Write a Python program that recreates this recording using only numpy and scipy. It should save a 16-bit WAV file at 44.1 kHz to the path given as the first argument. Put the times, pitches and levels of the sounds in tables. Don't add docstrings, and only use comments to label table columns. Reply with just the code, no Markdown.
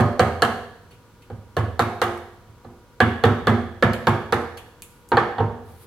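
import sys
import numpy as np
from scipy import signal
from scipy.io import wavfile

SR = 44100
rng = np.random.default_rng(int(sys.argv[2]) if len(sys.argv) > 2 else 0)


def waveform_to_disk(signal):
    frames = np.transpose(np.atleast_2d(signal))
    scaled = np.clip(frames, -1, 1) * 32767
    samples = np.round(scaled).astype(np.int16)
    wavfile.write(sys.argv[1], SR, samples)


N = 258426
AGE_S = np.arange(SR) / SR
EDGES_HZ = 25 * 2 ** np.arange(0, 9.6, .5)
CENTRES_HZ = np.sqrt(EDGES_HZ[1:] * EDGES_HZ[:-1])
BANK = [signal.butter(2, pair, "band", fs=SR, output="sos") for pair in zip(EDGES_HZ, EDGES_HZ[1:])]


def from_db(db):
    return 10 ** (np.asarray(db) / 20)


def at_hz(rows, hz):
    freqs_hz, *columns = np.transpose(rows)
    return [np.interp(np.log(hz), np.log(freqs_hz), column) for column in columns]


def fade(t60_s):
    return np.exp(-np.log(1000) * AGE_S / max(t60_s, 1e-4))


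def ring(hz, t60_s):
    return np.sin(2 * np.pi * hz * AGE_S) * fade(t60_s)


def unit_energy(x):
    return x / np.sqrt(np.sum(x ** 2) + 1e-20)


def later(x, delay_s):
    return np.interp(AGE_S - delay_s, AGE_S, x, left=0)


def add(out, start_s, sound):
    start = round(start_s * SR)
    part = sound[:, max(-start, 0):N - start]
    begin = max(start, 0)
    out[:, begin:begin + part.shape[-1]] += part


def coloured(bands, spectrum):
    noise = np.tensordot(from_db(at_hz(spectrum, CENTRES_HZ)[0]), bands, 1)
    return noise / noise.std()


def burst(noise, t60_s):
    start = rng.integers(N - SR)
    envelope = fade(t60_s)
    return unit_energy(noise[:, start:start + SR] * envelope) * np.sqrt(2 * np.sum(envelope ** 2))


# frequency in Hz, relative level in dB.
AIR = [(15, -31), (25, 5.5), (114, 6.5), (373, -2), (476, -2), (516, -19), (641, -59), (840, -20),
       (936, -4), (1020, -14), (1400, -9), (2050, -15.5), (3620, -18), (16000, -28)]
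AIR_RMS_DB = -52.5
# frequency in Hz, level in dB rms.
HUM = [(107.7, -61.5), (479.1, -63.5), (958.2, -65), (1200, -72), (1437, -70.5)]
# time in s, level in dB before the brush gain.
BRUSH = [(5.63, -91), (5.696, -64), (5.785, -64), (5.834, -55), (5.86, -69)]
# frequency in Hz, relative level in dB per Hz.
BRUSH_COLOUR = [(1500, 9), (4000, 9), (7000, -0.5), (12000, 21), (16000, 4)]


def background(bands, brush_gain_db=1):
    t_s = np.arange(N) / SR
    hum = sum(np.sqrt(2) * from_db(db) * np.sin(2 * np.pi * (hz * t_s + rng.random())) for hz, db in HUM)
    times_s, brush_db = np.transpose(BRUSH)
    brush_gain = np.interp(t_s, times_s, from_db(brush_db + brush_gain_db), left=0)
    brush = brush_gain * coloured(bands, BRUSH_COLOUR)
    return from_db(AIR_RMS_DB) * coloured(bands, AIR) + hum + brush


# frequency in Hz, early reflections in dB, reverberation in dB,
# reverberation t60 in s, left-right likeness (1 = identical sides).
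ROOM = [(67, -32, 4, 1.35, 1), (129, -21, -12.5, 0.6, 0.67), (227, -2, -4, 0.64, 0.95),
        (505, -13, -7, 0.75, 0.83), (788, 6, 3.5, 0.63, 0.97), (1404, 0, -14, 0.96, 0.73),
        (2484, 7, 8.5, 0.65, 0), (3516, 33, -2.5, 0.73, 0.74), (4170, -42, -7.5, 0.85, 0),
        (6500, 2.5, -2, 0.53, 0), (14000, 5, -2, 0.7, 0.29)]


def diffuse_bands():
    white, bands = rng.standard_normal((2, 2, N)), []
    for k, hz in enumerate(CENTRES_HZ):
        mid, side = signal.sosfilt(BANK[k], white[k % 2])
        alike = np.clip(at_hz(ROOM, hz)[-1], -1, 1)
        bands.append(np.sqrt((1 + alike) / 2) * mid + np.sqrt((1 - alike) / 2) * side * [[1], [-1]])
    return np.array(bands)


def echo_envelopes(early_t60_s, early_rise_s, late_rise_s):
    early_shape = unit_energy(fade(early_t60_s) * (1 - np.exp(-(AGE_S / early_rise_s) ** 2)))
    late_rise = 1 - np.exp(-AGE_S / late_rise_s)
    envelopes = []
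    for hz in CENTRES_HZ:
        early_db, late_db, t60_s, _ = at_hz(ROOM, hz)
        early = from_db(early_db) * early_shape
        late = from_db(late_db) * unit_energy(fade(t60_s) * late_rise)
        envelopes.append(np.hypot(early, late))
    return np.array(envelopes)


def workshop(parts, bands, envelopes, send_db):
    start = rng.integers(N - SR)
    echoes = np.einsum("bct,bt->ct", bands[:, :, start:start + SR], envelopes)
    sent = sum(from_db(db) * part for db, part in zip(send_db, parts))
    return sum(parts) + signal.fftconvolve(sent, echoes, axes=1)[:, :SR]


# start in s, level in dB before part gains, t60 in s.
SNAPS = [(0.906, -46.5, 0.12), (1.2198, -45.5, .04), (2.176, -40.5, 0.0065), (3.934, -19.5, 0.011),
         (4.571, -30.5, 0.052), (4.8214, -28.5, 0.005), (5.089, -42, 0.0042)]
# frequency in Hz, relative level in dB per Hz.
SNAP_COLOUR = [(1500, 4.5), (4000, 5.5), (7000, -3), (10000, 0.5), (13000, -6), (16000, -101)]
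SNAP_T60_S, SNAP_RISE_SHARE = 0.012, 0.035
CLICK_DB_PER_HALVING = 14


def chips(bands, envelopes, crackle_db=-6, click_db=0, click_low_hz=6200, click_high_hz=12500,
          blade_hz=4400, blade_db=-9, blade_t60_s=0.0038):
    out, crackle = np.zeros((2, N)), coloured(bands, SNAP_COLOUR)
    click_band_hz = np.clip([click_low_hz, click_high_hz], 10, .45 * SR)
    treble = signal.butter(2, click_band_hz, "band", fs=SR, output="sos")
    pulse = signal.sosfilt(treble, (AGE_S == 0) + 1e-18)
    for start_s, snap_db, t60_s in SNAPS:
        pulse_db = snap_db + CLICK_DB_PER_HALVING * np.log2(SNAP_T60_S / t60_s)
        build_up = 1 - np.exp(-AGE_S / (SNAP_RISE_SHARE * t60_s))
        click = from_db(pulse_db + click_db) * pulse
        snap = click + from_db(snap_db + crackle_db) * burst(crackle, t60_s) * build_up
        ting = from_db(snap_db + blade_db) * ring(blade_hz, blade_t60_s + t60_s) * build_up
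        add(out, start_s, workshop([snap, ting], bands, envelopes, send_db=[-1.5, -5]))
    return out


# from time in s, board note in Hz, bench thud in dB, fibre crack in dB.
PLACES = [(-1, 760, 0, 3), (0.5, 743, -0.5, 1.5), (2.5, 743, 2, -3.5), (4, 930, 1.5, -0.5),
          (5, 925, -3.5, -12)]


def place_at(time_s):
    return [row[1:] for row in PLACES if row[0] <= time_s][-1]


RANGES_HZ = [115, 220, 450, 780, 1200, 1700, 3100, 4200, 7000]
# drive in dB of each range, same order.
FORCE_DB = [-8, -10, 2.5, -2.5, -0.25, -4, -15.5, -18.5, -19.5]
GIVE_BELOW_HZ, HARD_ABOVE_HZ = 292, 1310


def force(strength_db, give_db, hardness_db, thud_db, crack_db):
    hz = np.array(RANGES_HZ)
    bass = 1 / (1 + (hz / GIVE_BELOW_HZ) ** 4)
    treble = 1 / (1 + (HARD_ABOVE_HZ / hz) ** 8)
    place_db = np.array([0, thud_db, 0, 0, 0, 0, 0, 0, crack_db])
    return strength_db + np.array(FORCE_DB) + give_db * bass + hardness_db * treble + place_db


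def mode_shapes(modes, rise_s):
    rings = [(-1) ** k * ring(hz, t60_s) for k, (hz, _, t60_s) in enumerate(modes)]
    return np.array(rings) * (1 - np.exp(-AGE_S / rise_s))


def struck(modes, shapes, drive_db, scatter_db):
    hz, level_db, _ = np.transpose(modes)
    mode_drive_db = np.interp(np.log(hz), np.log(RANGES_HZ), drive_db)
    return from_db(level_db + mode_drive_db + scatter_db * rng.standard_normal(len(hz))) @ shapes


# frequency in Hz, relative level in dB per Hz.
SHUDDER = [(35, 1), (70, -26), (150, 14.5), (300, 11.5), (500, -11), (900, 4), (1300, 4), (1800, -1),
           (2500, -12), (4000, -4.5), (8000, -37)]


def shudder(bands, drive_db):
    band_drive_db = np.interp(np.log(CENTRES_HZ), np.log(RANGES_HZ), drive_db)
    start = rng.integers(N - SR)
    gains = from_db(at_hz(SHUDDER, CENTRES_HZ)[0] + band_drive_db)
    return np.tensordot(gains, bands[:, :, start:start + SR], 1)


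NOTE_T60_S, NOTE_T60_S_PER_DB = 0.16, -0.0138
TWIN_RATIO, TWIN_DB = .922, -3


def board_note(hz, sing_db):
    t60_s = NOTE_T60_S + NOTE_T60_S_PER_DB * sing_db
    return from_db(sing_db) * (ring(hz, t60_s) - from_db(TWIN_DB) * ring(TWIN_RATIO * hz, t60_s))


CLICK_T60_S = .005
SLIP_DB, SLIP_WITHIN_S = 2, .03


def slips(crackle, count=3):
    out = np.zeros((2, N))
    for start_s in SLIP_WITHIN_S * rng.random(count):
        add(out, start_s, burst(crackle, CLICK_T60_S))
    return out[:, :SR]


# start in s, strength in dB, board give in dB, contact hardness in dB, board note in dB.
BLOWS = [(-0.01, -10, 5, -5, -0.5), (0.1947, -11, 1.5, -0.5, 5.5), (0.4212, -10, -8, 0, -1),
         (0.906, -62.5, 22.5, 6, -4), (1.3011, -39, 16.5, -6.5, 9.5), (1.5674, -18, 5, -2, 12.5),
         (1.7933, -13.5, -2.5, 1, 7.5), (2.0166, -12, -12, 0, -8), (2.472, -60.5, 26, 4, -1),
         (2.647, -40.5, 8, -8, -1), (3.0032, -13.5, 5.5, 3.5, 4), (3.238, -10.5, 4, 0.5, -8),
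         (3.4707, -11.5, 3, 0, -13), (3.8251, -11, 3.5, 0.5, -7), (4.07, -11, 0.5, -1.5, -2.5),
         (4.324, -12.5, -5, 0, -7), (5.118, -12, -1.5, -5, 3.5), (5.1702, -10.5, -8.5, 0.5, -13),
         (5.383, -22, 10, -6, -1), (5.403, -17.5, 1.5, -14, -3), (5.688, -49, 12, -16, 9)]
# frequency in Hz, relative level in dB, t60 in s.
BENCH = [(45, -47, 0.15), (68, -7.5, 0.27), (86.14, -4.5, 0.58), (104.7, 9, 0.26), (113.3, 2, 0.2),
         (128.3, 5.5, 0.2), (153.9, -1.5, 0.21), (190.5, -5.5, 0.35), (220.4, 4, 0.28), (238.7, 2, 0.39),
         (258, -7.5, 0.28), (351.5, -7.5, 0.45), (369.6, -12, 0.31), (404.3, -16, 0.5), (490.6, -19, 0.23),
         (591, -16, 0.33), (678, -14, 0.31), (730, -16.5, 0.23), (912, -13.5, 0.21), (1097, -20, 0.29),
         (1160, -22, 0.2), (1240, -8.5, 0.23), (1303, -10.5, 0.29), (1460, -28.5, 0.2), (1670, -13, 0.07),
         (1675, -23, 0.17), (1714, -13, 0.087), (2026, -2.5, 0.086), (2174, -18, 0.34)]
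# frequency in Hz, relative level in dB, t60 in s.
WOOD = [(423, 3.5, 0.017), (465.2, 1, 0.06), (509.5, -0.5, 0.048), (737, 8, 0.012), (786, 6.5, 0.032),
        (1058, -9.5, 0.052), (1151.6, -5, 0.058), (1221, -6, 0.052), (1323, -8, 0.086), (1587, 4.5, 0.016),
        (1705, -2, 0.044), (1782, -6.5, 0.049), (1875, -4.5, 0.024), (2250, 0, 0.0098), (2860, 0, 0.0068),
        (3410, 5.5, 0.0087), (3753, -1.5, 0.026)]
# frequency in Hz, relative level in dB, t60 in s.
BLADE = [(4026, 6.5, 0.018), (4420, 13, 0.013)]
# frequency in Hz, relative level in dB per Hz.
CRACK = [(300, -73), (1200, -59), (2500, 7.5), (4300, 19), (5300, 11.5), (7000, 15), (8000, 3), (11500, 4),
         (13500, -14), (16000, -19)]
BALANCE_DB = -2.5


def knocks(bands, envelopes, shudder_envelope, note_db=-5, crackle_db=-7, crackle_t60_s=0.051, click_db=11,
           radiate_hz=260, smack_db=6, smack_hz=1300, smack_t60_s=0.0055,
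           rebound_db=-7, rebound_s=.037, rebound_spread_s=0.004087):
    out, crackle = np.zeros((2, N)), coloured(bands, CRACK)
    pan = from_db([[BALANCE_DB / 2], [-BALANCE_DB / 2]])
    small = signal.butter(2, radiate_hz, "high", fs=SR, output="sos")
    wood_shapes = mode_shapes(WOOD, rise_s=0.00051)
    blade_shapes = mode_shapes(BLADE, rise_s=0.00096)
    bench_shapes = mode_shapes(BENCH, rise_s=0.036)
    for start_s, strength_db, give_db, hardness_db, sing_db in BLOWS:
        note_hz, *place_db = place_at(start_s)
        drive_db = force(strength_db, give_db, hardness_db, *place_db)
        high_clack_db, crack_db = drive_db[5], drive_db[8]
        board = pan * from_db(strength_db + note_db) * board_note(note_hz, sing_db)
        wood = pan * signal.sosfilt(small, struck(WOOD, wood_shapes, drive_db, scatter_db=3.0))
        boom = struck(BENCH, bench_shapes, drive_db, scatter_db=2.0)
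        hop_s = rebound_s + rebound_spread_s * rng.standard_normal()
        bench = pan * (boom + from_db(rebound_db) * later(boom, hop_s))
        smack = from_db(high_clack_db + smack_db) * ring(smack_hz, smack_t60_s)
        click = from_db(crack_db + click_db) * burst(crackle, CLICK_T60_S)
        click = click + from_db(crack_db + SLIP_DB) * slips(crackle)
        ting = struck(BLADE, blade_shapes, drive_db, scatter_db=3.0)
        contact = pan * (smack + ting) + click
        fibres = from_db(crack_db + crackle_db) * burst(crackle, crackle_t60_s)
        parts = [wood, board, bench, contact, fibres]
        add(out, start_s, workshop(parts, bands, envelopes, send_db=[-2.0, -5, -6.5, -8.5, 5.0]))
        add(out, start_s, pan * shudder(bands, drive_db) * shudder_envelope)
    return out


def scene(shudder_rise_s=0.0027, shudder_t60_s=0.55):
    bands = diffuse_bands()
    envelopes = echo_envelopes(early_t60_s=0.15, early_rise_s=0.001, late_rise_s=0.03)
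    shudder_envelope = fade(shudder_t60_s) * (1 - np.exp(-AGE_S / shudder_rise_s))
    blows = knocks(bands, envelopes, shudder_envelope)
    return blows + chips(bands, envelopes) + background(diffuse_bands())


CUTOFF_HZ = 16200


def record(dry, top=1.24):
    low_pass = signal.ellip(10, .1, 80, CUTOFF_HZ, fs=SR, output="sos")
    return signal.sosfilt(low_pass, top * np.tanh(dry / top))


dry = scene()
out = record(dry)
waveform_to_disk(out)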